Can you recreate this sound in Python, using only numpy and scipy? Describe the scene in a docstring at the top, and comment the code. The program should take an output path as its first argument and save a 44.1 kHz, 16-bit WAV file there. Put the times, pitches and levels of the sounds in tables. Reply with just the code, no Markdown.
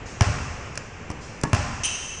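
"""A basketball bounces twice on the hard floor of a large gym; a player runs up and a shoe squeaks.
A faint scuff, then the first bounce: noise slap, decaying-sine thump, ringing ball modes, two wall echoes.
Steps follow as noise taps, low sine thuds and board modes, with one more scuff between them.
The second bounce comes just after the last steps; then a jittered harmonic chirp with rubbing noise squeaks.
The hall, decaying noise, rings on for about two seconds; a slowly sinking noise wash lies under it all."""
import sys
import numpy as np
from scipy import signal
from scipy.fft import rfft, irfft
from scipy.io import wavfile
from scipy.ndimage import uniform_filter1d

SR = 44100
rng = np.random.default_rng(int(sys.argv[2]) if len(sys.argv) > 2 else 0)


def persist_wave(psi):
    """Save psi, clipped to +-1, as 16-bit WAV."""
    counts = np.round(np.clip(psi, -1, 1) * 32767).astype(np.int16)
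    wavfile.write(sys.argv[1], SR, np.atleast_2d(counts).T)


N = 97020

# bounces: start [t/s], slap [level/dB], thump [level/dB], thump [f/Hz], ring [level/dB],
# near-wall lag [t/s], near-wall echo [level/dB], far-wall echo [level/dB],
# slap to hall [level/dB], thump to hall [level/dB]
BOUNCES = [(0.2088, -10, -5, 99.3, -26, 0.0123, -6, -9, 7.5, -1),
           (1.5314, -11.5, -7.5, 97.2, -25.5, 0.0172, -5, -22, 7, -2.5)]
# slap spectrum: [f/Hz], [level/dB]
SLAP_COLOUR = [(40, 6.5), (230, 9.5), (420, 2.5), (700, 11.5), (1100, 9), (1600, 8.5), (2700, 5.5),
               (3800, -3.5), (5600, 5.5), (7500, -1.5), (9500, -8.5)]
# modes of the ball's shell and air: [f/Hz], [level/dB], t60 [t/s]
BALL_MODES = [(237.8, 3, 0.12), (273, -6.5, 0.098), (392, -0.5, 0.1), (612, -3.5, 0.2), (699, -5.5, 0.15),
              (827, -8, 0.29), (942, -4.5, 0.12), (1010, -5.5, .25), (1054, -1, 0.12), (1144, -4, 0.21),
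              (1463, -33.5, 0.32), (1664, -12, 0.16), (1787, -9.5, 0.18), (2160, -23, 0.16),
              (2710, -7.5, 0.12)]
# step contacts and their close echoes, in time order:
# start [t/s], tap [level/dB], tap decay [t/s], thud [level/dB], thud [f/Hz],
# knock [level/dB], knock low-pass [f/Hz], board ring [level/dB], send to hall [level/dB]
STEPS = [(0.755, -29.5, 0.0022, -70, 121, -57, 1000, -75, -6),
         (0.7751, -16.5, 0.0023, -50, 240, -35.5, 1500, -49, -9),
         (1.1012, -32, 0.0042, -20, 99, -18, 550, -64, -6),
         (1.114, -30.5, 0.0021, -43, 110, -34, 1500, -58, -6),
         (1.413, -28, 0.0018, -58, 120, -60, 1000, -70, -26),
         (1.4350, -13.5, 0.003, -13, 140, -15, 1800, -27, -10),
         (1.4510, -36, .003, -33, 200, -25, 2500, -29, -9),
         (1.4700, -44, .003, -29, 150, -29, 500, -37, -8)]
# sole tap spectrum: [f/Hz], [level/dB]
TAP_COLOUR = [(100, -7.5), (500, 10.5), (1200, -3.5), (1900, 8.5), (2800, -0.5), (3700, -8.5), (5600, 8),
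              (7000, 2), (10000, -8.5)]
# board knock spectrum: [f/Hz], [level/dB]
KNOCK_COLOUR = [(35, 13), (110, 4.5), (260, 14), (480, 8), (750, 5), (1000, 12), (1350, 4.5), (3000, -20),
                (9000, -31)]
# modes of the floorboards: [f/Hz], [level/dB], t60 [t/s]
BOARD_MODES = [(268, 2.5, 0.1), (322.6, -4, 0.07), (926, -1, 0.079), (1099.5, 2, 0.11), (1710, -3, 0.16),
               (1838, -8.5, .1)]
# mean stick-slip rate of the sole: [t/s], [f/Hz]
SLIP_RATE = [(1.835, 930), (1.838, 965), (1.841, 996), (1.845, 1027), (1.848, 978), (1.854, 1032),
             (1.855, 1047), (1.865, 994)]
# mean levels of the slip-rate harmonics, first upward; the tread rings on every third: [level/dB]
SLIP_HARMONICS_DB = [-51, -48, -31.5, -40.5, -36, -27, -41, -46, -30]
# rubbing rubber spectrum: [f/Hz], [level/dB]
RUB_COLOUR = [(500, -14.5), (2150, -2), (2600, 7), (3100, 10), (3600, 1), (4400, -15), (5200, -11.5),
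              (6100, 6), (7100, -9.5), (7900, 1), (9300, -11.5)]
# tread grabs hard and snaps free: start [t/s], [level/dB]
GRABS = [(1.8344, -20.5), (1.8537, -18.5)]
# modes of the tread: [f/Hz], [level/dB]
TREAD_MODES = [(2680, -2.5), (6350, 0)]
# distant shoe scuffs: start [t/s], decay time [t/s], [level/dB]
SCUFFS = [(0.045, 0.013, -27), (1.194, 0.017, -30)]
# hall bands, with the top band cut and shortened: [f/Hz], gain [level/dB], t60 [t/s]
HALL_BANDS = [(50, -1, 1.57), (93.6, -9, 1.13), (170, -3.5, 1.1), (344, 1.5, 1.18), (1000, 1.5, 1.77),
              (2560, 0, 1.93), (4080, -2, 1.53), (6300, -1.5, 2.15), (8440, -4, 1.36), (9620, -24.5, 0.5)]
# wash spectrum, relative: [f/Hz], [level/dB]
WASH_COLOUR = [(20, -7), (55, -2.5), (110, -2), (200, -8), (320, -12), (430, -10.5), (600, -14),
               (1100, -16), (1700, -18), (2700, -18), (3800, -35), (5800, -33.5), (7500, -34),
               (9500, -67.5)]

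SLAP_DECAY_S, SHELL_DECAY_S, SHELL_DB, SHELL_LOWPASS_HZ = 0.0019, 0.015, -13.5, 2500
THUMP_LAG_S, THUMP_PEAK_S, THUMP_EXPONENT = 0.0014, 0.0065, 1.62
NEAR_WALL_HIGHPASS_HZ, FAR_WALL_LOWPASS_HZ, FAR_WALL_LAG_S = 1500, 500, 0.084
BASS_BLOOM_S, RING_HALL_DB = 0.04, -4
STEP_ATTACK_S, THUD_LAG_S, THUD_DECAY_S, KNOCK_DECAY_S = 0.00035, 0.00094, 0.0081, 0.0078
SQUEAK_START_S, SQUEAK_HOLD_S, SQUEAK_ATTACK_S, SQUEAK_RELEASE_S = 1.8345, 0.026, 0.0024, 0.007
SLIP_JITTER_RATIO, SLIP_JITTER_HZ, HARMONIC_FLUTTER_DB = 0.028, 700, 4.5
RUB_DB, GRAB_PEAK_S, SQUEAK_HALL_DB = -26, 0.0013, 2.5
SCUFF_HZ = 5700
HALL_BUILD_S, HALL_GAP_S, EARLY_DB, EARLY_DECAY_S = 0.011, 0.0075, -6.5, 0.04
WASH_DB, WASH_FADE_DB_PER_S, WASH_WAVER_DB, WASH_WAVER_HZ = -37.5, -1.5, 0.5, 12
TOP_HZ, CEILING = 10000, 0.8


def bounces():
    """Floor slap, ball-and-floor thump and ball ring, with two wall echoes; gives (direct, hall send)."""
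    direct = send = 0
    for (start, slap_db, thump_db, thump_hz, ring_db, near_lag, near_db, far_db,
         hall_slap_db, hall_thump_db) in BOUNCES:
        t = since(start)
        crack = np.sign(noise()) * (t > 0) * np.exp(-t / SLAP_DECAY_S)
        crack = undb(slap_db) * colour(crack, SLAP_COLOUR)
        shell = noise() * (t > 0) * np.exp(-t / SHELL_DECAY_S)
        shell = undb(slap_db + SHELL_DB) * colour(shell, SLAP_COLOUR)
        shell = lowpass(shell, SHELL_LOWPASS_HZ, 2)

        squash = start + THUMP_LAG_S
        thump_env = swell(squash, THUMP_PEAK_S) ** THUMP_EXPONENT
        thump = -undb(thump_db) * thump_env * np.sin(2 * np.pi * thump_hz * since(squash))
        air = undb(ring_db) * ring(start, BALL_MODES)

        # near wall returns a bright slap, far wall a dull slap and thump
        near_filter = signal.butter(1, NEAR_WALL_HIGHPASS_HZ, "high", fs=SR, output="sos")
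        near = undb(near_db) * signal.sosfilt(near_filter, delay(crack, near_lag))
        far = undb(far_db) * lowpass(delay(crack + thump, FAR_WALL_LAG_S), FAR_WALL_LOWPASS_HZ, 1)

        # hall gathers the slap from every side: send one smooth click; bass builds later
        click = undb(hall_slap_db) * colour(signal.unit_impulse(N, int(start * SR)), SLAP_COLOUR)
        late_thump = undb(hall_thump_db) * delay(thump, BASS_BLOOM_S)
        direct = direct + crack + shell + thump + air + near + far
        send = send + click + undb(RING_HALL_DB) * air + late_thump
    return np.array([direct, send])


def footfalls():
    """Sole taps, then weight thuds, knocks and rings the boards; gives (direct, hall send)."""
    direct = send = 0
    for (start, tap_db, tap_decay, thud_db, thud_hz, knock_db, knock_lowpass_hz,
         board_db, hall_db) in STEPS:
        tap = undb(tap_db) * colour(noise() * burst(start, STEP_ATTACK_S, tap_decay), TAP_COLOUR)
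        load = start + THUD_LAG_S
        thud_env = burst(load, STEP_ATTACK_S, THUD_DECAY_S)
        thud = -undb(thud_db) * np.sin(2 * np.pi * thud_hz * since(load)) * thud_env
        knock = noise() * burst(load, STEP_ATTACK_S, KNOCK_DECAY_S)
        knock = lowpass(undb(knock_db) * colour(knock, KNOCK_COLOUR), knock_lowpass_hz, 2)
        boards = undb(board_db) * ring(load, BOARD_MODES)
        sound = tap + thud + knock + boards
        direct = direct + sound
        send = send + undb(hall_db) * sound
    return np.array([direct, send])


def squeak():
    """Rubber sticks and slips on varnish: short rough chirp, two tread grabs; gives (direct, hall send)."""
    times, rates = np.array(SLIP_RATE).T
    slip_hz = np.interp(np.arange(N) / SR, times, rates)
    slip_hz = slip_hz * (1 + SLIP_JITTER_RATIO * walk(SLIP_JITTER_HZ))
    phase = 2 * np.pi * np.cumsum(slip_hz) / SR
    tone = 0
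    for harmonic, db in enumerate(SLIP_HARMONICS_DB, start=1):
        level = undb(db + HARMONIC_FLUTTER_DB * walk(SLIP_JITTER_HZ))
        tone = tone + level * np.sin(harmonic * phase)
    rub = undb(RUB_DB) * colour(noise(), RUB_COLOUR)

    attack = 1 - np.exp(-since(SQUEAK_START_S) / SQUEAK_ATTACK_S)
    release = np.exp(-since(SQUEAK_START_S + SQUEAK_HOLD_S) / SQUEAK_RELEASE_S)
    grabs = 0
    for start, db in GRABS:
        grab_env = swell(start, GRAB_PEAK_S) ** 2
        for mode_hz, mode_db in TREAD_MODES:
            mode = np.sin(2 * np.pi * mode_hz * since(start))
            grabs = grabs + undb(db + mode_db) * grab_env * mode
    sound = attack * release * (tone + rub) + grabs
    return np.array([sound, undb(SQUEAK_HALL_DB) * sound])


def scuffs():
    """Faint hiss of shoes sliding farther off: resonant noise in short bursts."""
    env = sum(undb(db) * burst(start, decay / 2, decay) for start, decay, db in SCUFFS)
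    b, a = signal.iirpeak(SCUFF_HZ, 3, fs=SR)
    return env * unit(signal.lfilter(b, a, noise()))


def hall(x):
    """Sparse early reflections plus a dense tail of noise bands, the top band cut and shortened."""
    hz, db, t60 = np.array(HALL_BANDS).T
    t = since(HALL_GAP_S)
    f = np.maximum(np.fft.rfftfreq(N, 1 / SR), 1)
    spectrum, tail = rfft(noise()), 0
    # each row of eye is one band's triangular share over log frequency
    for share, band_db, decay in zip(np.eye(len(hz)), db, t60):
        env = (1 - np.exp(-t / HALL_BUILD_S)) * np.exp(-np.log(1000) * t / decay)
        band = irfft(spectrum * np.interp(np.log(f), np.log(hz), share), N)
        tail = tail + undb(band_db) * band * env / np.linalg.norm(env)
    early = noise() ** 3 * (t > 0) * np.exp(-t / EARLY_DECAY_S)  # cubing leaves sparse peaks
    early = undb(EARLY_DB) * early / np.linalg.norm(early)
    early = colour(early, list(zip(hz, db)))
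    return signal.fftconvolve(x, tail + early)[:N]


def wash():
    """Diffuse hall background: coloured noise, slowly sinking and wavering slightly."""
    level_db = WASH_DB + WASH_FADE_DB_PER_S * since(0) + WASH_WAVER_DB * walk(WASH_WAVER_HZ)
    return unit(colour(noise(), WASH_COLOUR)) * undb(level_db)


def ring(start, modes):
    """Decaying sine modes struck at one moment, each with random polarity."""
    t = since(start)
    total = 0
    for hz, db, t60 in modes:
        decay = np.exp(-np.log(1000) * t / t60)
        total = total + rng.choice([-1, 1]) * undb(db) * np.sin(2 * np.pi * hz * t) * decay
    return total


def swell(start, peak):
    """Envelope that rises to one at its peak time, then falls away."""
    t = since(start) / peak
    return t * np.exp(1 - t)


def burst(start, attack, decay):
    """Envelope with a quick rise and an exponential fall."""
    t = since(start)
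    return (1 - np.exp(-t / attack)) * np.exp(-t / decay)


def since(start):
    """Seconds since a moment; zero before it."""
    return np.maximum(np.arange(N) / SR - start, 0)


def delay(x, lag):
    """Same sound, lag seconds later."""
    return np.interp(np.arange(N) - np.round(lag * SR), np.arange(N), x)


def lowpass(x, hz, order):
    """Butterworth low-pass."""
    return signal.sosfilt(signal.butter(order, hz, fs=SR, output="sos"), x)


def colour(x, points, size=4096):
    """Causal minimum-phase filter through (f/Hz, level/dB) points."""
    hz, db = np.array(points).T
    f = np.maximum(np.fft.rfftfreq(size, 1 / SR), 1)
    cepstrum = irfft(np.log(undb(np.interp(np.log(f), np.log(hz), db))))
    cepstrum[1:size // 2] *= 2
    cepstrum[size // 2 + 1:] = 0
    return signal.fftconvolve(x, irfft(np.exp(rfft(cepstrum))))[:N]


def walk(hz):
    """Smooth random wander with a spread of one."""
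    size = max(int(SR / hz), 1)
    return unit(uniform_filter1d(uniform_filter1d(noise(), size), size))


def noise():
    """White noise."""
    return rng.standard_normal(N)


def unit(x):
    """Scale to a standard deviation of one."""
    return x / np.std(x)


def undb(db):
    """Decibels to gain."""
    return 10 ** (np.asarray(db) / 20)


def scene():
    """Ball and shoes direct and through the hall; scuffs through the hall only; wash beneath."""
    direct, send = bounces() + footfalls() + squeak()
    return (direct + hall(send + scuffs()) + wash())[None]


def record(dry):
    """Round the loudest peaks with tanh, then cut the top steeply."""
    rounded = CEILING * np.tanh(dry / CEILING)
    return signal.sosfilt(signal.ellip(8, 0.2, 70, TOP_HZ, fs=SR, output="sos"), rounded)


dry = scene()
out = record(dry)
persist_wave(out)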